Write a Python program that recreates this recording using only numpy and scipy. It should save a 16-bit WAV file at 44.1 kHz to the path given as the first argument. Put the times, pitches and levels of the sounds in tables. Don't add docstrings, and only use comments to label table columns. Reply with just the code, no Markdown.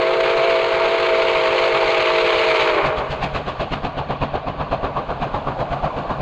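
import sys
import numpy as np
from scipy import signal
from scipy.fft import rfft, irfft
from scipy.io import wavfile
from scipy.ndimage import uniform_filter1d

SR = 44100
rng = np.random.default_rng(int(sys.argv[2]) if len(sys.argv) > 2 else 0)


def store_wav(level_fs):
    pcm = np.round(np.clip(np.atleast_2d(level_fs), -1, 1) * 32767)
    wavfile.write(sys.argv[1], SR, pcm.T.astype(np.int16))


def voltage_ratio(level):
    return 10 ** (np.asarray(level, float) / 20)


N = 273861
T = np.arange(N) / SR


def evened(x):
    return x / np.sqrt(np.mean(x ** 2) + 1e-20)


def curves(rows):
    s, *columns = np.transpose(rows)
    return [np.interp(T, s, c) for c in columns]


def drift(rate_hz):
    b, a = signal.butter(N=2, Wn=rate_hz, fs=SR)
    return evened(signal.lfilter(b, a, rng.standard_normal(N + SR))[SR:])


def noise(tone, lo_hz, hi_hz, patchy_db):
    frames = N // 128 + 6
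    a, b, patch = rng.standard_normal((frames, 257, 3)).T
    patch = uniform_filter1d(patch, size=4, axis=0)
    patch = evened(uniform_filter1d(patch, size=9, axis=1))
    cells = (a + 1j * b) * voltage_ratio(patchy_db * patch)
    white = signal.istft(cells, nperseg=512, noverlap=384)[1][:N]
    hz = np.fft.rfftfreq(N, 1 / SR) + 1
    f, db = np.transpose(tone)
    edges = 1 / np.sqrt((1 + (lo_hz / hz) ** 6) * (1 + (hz / hi_hz) ** 6))
    colour = voltage_ratio(np.interp(np.log(hz), np.log(f), db))
    return evened(irfft(rfft(white) * edges * colour, N))


def train_of(s, db, shape):
    spikes = np.zeros(N + SR)
    spikes[np.round((s + .5 - .04) * SR).astype(int)] = voltage_ratio(db)
    return signal.oaconvolve(spikes, shape)[SR // 2:][:N]


def puff(late_s, rise_s, hold_s, fall_s):
    u = np.arange(SR // 4) / SR - .04 - late_s
    shape = np.exp(-np.maximum(u - hold_s, 0) / fall_s) / (1 + np.exp(-u / rise_s))
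    return shape / shape.max()


def closing():
    close_s, width_s = 2.78, .035
    return 1 / (1 + np.exp((close_s - T) / width_s))


# delay t/s, level/dB
ECHO_RETURNS = [
    (.12, -23.5),
    (.228, -15),
    (.33, -26),
    (.44, -24.5),
    (.6, -24),
]


def echoes(x):
    tail_db = -46.5 - 60 * T[:SR] / 0.94
    taps = voltage_ratio(tail_db) * rng.standard_normal(SR) * (T[:SR] > .03)
    for s, db in ECHO_RETURNS:
        taps[round(s * SR)] = voltage_ratio(db)
    b, a = signal.butter(N=1, Wn=[480, 1300], btype="band", fs=SR)
    return signal.lfilter(b, a, signal.fftconvolve(x, taps)[:N])


# lateness t/s, thump level/dB
WHEEL_STROKES = [
    (.002, -29.5),
    (.004, -29.5),
    (-.001, -25),
    (-.005, -24.5),
]


def strokes():
    first_s, beat_s = -.002, .12435
    k = np.arange(51)
    late_s, thump_db = np.transpose(WHEEL_STROKES)[:, k % 4]
    return first_s + k * beat_s + late_s, thump_db


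def thumps(stroke_s, thump_db):
    u = np.arange(SR // 8) / SR - .04
    thump = np.sin(2 * np.pi * 31 * (u + .0105)) * np.exp(-((u + .005) / .017) ** 2)
    return train_of(stroke_s, thump_db + 2.0, thump)


# f/Hz, width f/Hz, level/dB
STACK_MODES = [
    (141.8, 18, 3.5),
    (278.3, 36, -8),
    (89.4, 39, -7),
    (55, 26, -4.5),
    (194, 140, -7),
]


def stack_noise():
    hz = np.fft.rfftfreq(N, 1 / SR)
    gain = sum(voltage_ratio(db) / (1 + (2 * (hz - f) / width) ** 2) for f, width, db in STACK_MODES)
    return evened(irfft(rfft(rng.standard_normal(N)) * gain, N))


def stack_ring(s, beat_db):
    ring_db = -27.5 + 0.33 * (beat_db - beat_db.mean())
    shape = puff(late_s=-0.0016, rise_s=0.0076, hold_s=0.017, fall_s=0.036)
    rumble_db = -41
    return (train_of(s, ring_db, shape) + voltage_ratio(rumble_db)) * stack_noise()


# f/Hz, level/dB (per Hz)
BLAST_TONE = [(310, -13.5), (480, -7), (630, -2), (780, -4), (900, -8), (1150, -4.5), (1310, -15),
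              (1460, -13), (1970, -22.5), (2500, -19), (4200, -28), (5500, -22), (6600, -26), (9000, -28)]
DIP_S = 4.36


def steam_roar(s, beat_db, lumps):
    wash_db, grows_db_per_s, spill_db = -32.5, 2.9, -20.5
    shape = puff(late_s=.001, rise_s=.0028, hold_s=.02, fall_s=.02)
    roar = train_of(s, beat_db - 9.8, shape) * lumps
    roar += voltage_ratio(wash_db + grows_db_per_s * np.maximum(T - DIP_S, 0))
    roar += voltage_ratio(spill_db) * (1 - closing())
    return roar * noise(BLAST_TONE, lo_hz=250, hi_hz=1430, patchy_db=2.5)


STROKE_BITE = [
    -1,
    -1,
    1.6,
    -0.14,
]


def steam_hiss(s, beat_db, lumps):
    dull_from_s, dull_to_s = 2.94, 5.1
    hiss_db = beat_db + np.interp(s, [dull_from_s, dull_to_s], [-10, -25.5])
    hiss_db = hiss_db + np.resize(STROKE_BITE, len(s))
    shape = puff(late_s=0.004, rise_s=0.0054, hold_s=0.015, fall_s=0.017)
    hiss = train_of(s, hiss_db, shape) * lumps
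    hiss += voltage_ratio(-42 + np.interp(T, [dull_from_s, DIP_S], [3, 0]))
    hiss += voltage_ratio(-44.5) * (1 - closing())
    fizz = noise(BLAST_TONE, lo_hz=1700, hi_hz=4160, patchy_db=2.0)
    top = noise(BLAST_TONE, lo_hz=3700, hi_hz=20000, patchy_db=0.5)
    top_db = -3.5 - 7.5 * np.exp(-((T - DIP_S) / 0.72) ** 2)
    return hiss * (fizz + voltage_ratio(top_db) * top)


# t/s, level/dB
OPEN_BEATS = [(2.849, -13), (2.969, -19), (3.104, -15.5), (3.223, -14), (3.345, -13.5), (3.472, -14.5),
              (3.597, -14), (3.718, -12), (3.837, -13.5), (3.97, -13.5), (4.095, -12.5), (4.215, -10),
              (4.335, -11.5), (4.469, -14.5), (4.596, -13.5), (4.714, -9), (4.834, -10), (4.963, -12.5),
              (5.091, -14), (5.213, -9), (5.338, -10.5), (5.466, -13), (5.591, -10.5), (5.712, -11.5),
              (5.834, -11), (5.964, -12), (6.095, -12), (6.202, -17.5)]


def exhaust():
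    stroke_s, thump_db = strokes()
    hidden = [stroke_s[:23], thump_db[:23] + 6.5]
    s, beat_db = np.hstack([hidden, np.transpose(OPEN_BEATS)])
    lumps = voltage_ratio(1.3 * drift(rate_hz=97))
    low = thumps(stroke_s, thump_db) + stack_ring(s, beat_db)
    return low + steam_roar(s, beat_db, lumps) + steam_hiss(s, beat_db, lumps)


# f/Hz, level/dB (per Hz)
WHISTLE_STEAM = [(200, -40.5), (290, -34.5), (350, -16), (500, -14.5), (640, -7), (730, -20), (900, -10.5),
                 (1150, -7.5), (1320, -12), (1850, -14), (2250, -5.5), (2700, -10), (3500, -15.5),
                 (9000, -23.5)]


def steam_jet(chord, after_s):
    shutting = np.sqrt(closing())
    body_db = -26.5 + 1 * T + 1.5 * shutting - 170 * after_s
    hiss_db = -27.5 + 1.7 * T - 12 * shutting - 120 * after_s
    body = voltage_ratio(body_db) * noise(WHISTLE_STEAM, lo_hz=200, hi_hz=1700, patchy_db=1.2)
    hiss = voltage_ratio(hiss_db) * noise(WHISTLE_STEAM, lo_hz=1700, hi_hz=20000, patchy_db=1.4)
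    flutter = voltage_ratio(1.9 * drift(rate_hz=55))
    return (1 + 0.12 * evened(chord)) * flutter * (body + hiss)


# t/s, top chime f/Hz
STEAM_PITCH = [
    (0, 654),
    (.45, 661),
    (1, 659),
    (1.2, 651),
    (1.8, 648.3),
    (2, 648.8),
    (2.15, 640.4),
    (2.6, 635.8),
]
# pitch [share of top chime], level/dB (rms), drift [dB/s], 2nd and 3rd partial level/dB
PIPES = [
    (.497, -43.5, -2.5, -14, -1),
    (.555, -29.5, -1.37, -22.5, -20.5),
    (.636, -29.5, -0.8, -8, -10),
    (.702, -25.5, -0.48, -10, -16.5),
    (.795, -25.5, -1.75, -21.5, -21.5),
    (1, -21.5, -1.35, -49.5, -28.5),
]


def pipe_chord(valve_db):
    top_hz = curves(STEAM_PITCH)[0] * (1 - .15 * closing())
    sway = .005 * drift(rate_hz=9)
    chord = np.zeros(N)
    for share, db, drift_db, second_db, third_db in PIPES:
        waver = 1 + share ** 3 * sway + 0.0042 * drift(rate_hz=28.2)
        turn = 2 * np.pi * np.cumsum(share * top_hz * waver) / SR
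        level = voltage_ratio(db + drift_db * T + 1.37 * drift(rate_hz=15.4))
        level *= voltage_ratio(1.4 * (1.5 - share) * np.minimum(valve_db + 5.0, 0))
        upper = voltage_ratio(second_db) * np.sin(2 * turn + 1) + voltage_ratio(third_db) * np.sin(3 * turn + 2)
        upper *= voltage_ratio(9 * closing() + 3.9 * drift(rate_hz=26))
        chord += np.sqrt(2) * level * (np.sin(turn) + upper)
    return chord


def whistle():
    cut_s = 2.793
    after_s = np.maximum(T - cut_s, 0)
    valve_db = -3.5 * closing() - 210 * after_s
    chord = pipe_chord(valve_db)
    shut = np.clip((2.91 - T) / 0.057, 0, 1)
    return voltage_ratio(13.5) * shut * (voltage_ratio(valve_db) * chord + steam_jet(chord, after_s))


def scene():
    blown = whistle()
    return (echoes(blown) + exhaust() + blown)[None]


def band_limit(x):
    return signal.sosfilt(signal.butter(12, 15720, fs=SR, output="sos"), x)


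# t/s, level/dB
AUTO_GAIN = [
    (0, -12),
    (2.7, -11),
    (2.81, -9),
    (2.85, -1),
    (3.1, 0),
    (6.21, 0),
]
# f/Hz, level/dB
MIC_TONE = [(3500, -1), (4300, 0), (4900, -11), (5500, -21.5), (6000, -18.5), (6600, -14), (7600, -21.5),
            (8750, -27.5), (9000, -47.5), (10500, -40.5), (12500, -44.5), (13000, -52.5), (16000, -57.5)]


def record(dry):
    held = 1.1 * np.tanh(dry * voltage_ratio(curves(AUTO_GAIN)[0]) / 1.1)
    hz, db = np.transpose(MIC_TONE)
    colour = voltage_ratio(np.interp(np.fft.rfftfreq(N, 1 / SR), hz, db))
    clean = irfft(rfft(held) * colour, N)
    bent = clean - .004 * clean ** 3 + voltage_ratio(-97) * rng.standard_normal(N)
    return band_limit(bent + .0007)


dry = scene()
out = record(dry)
store_wav(out)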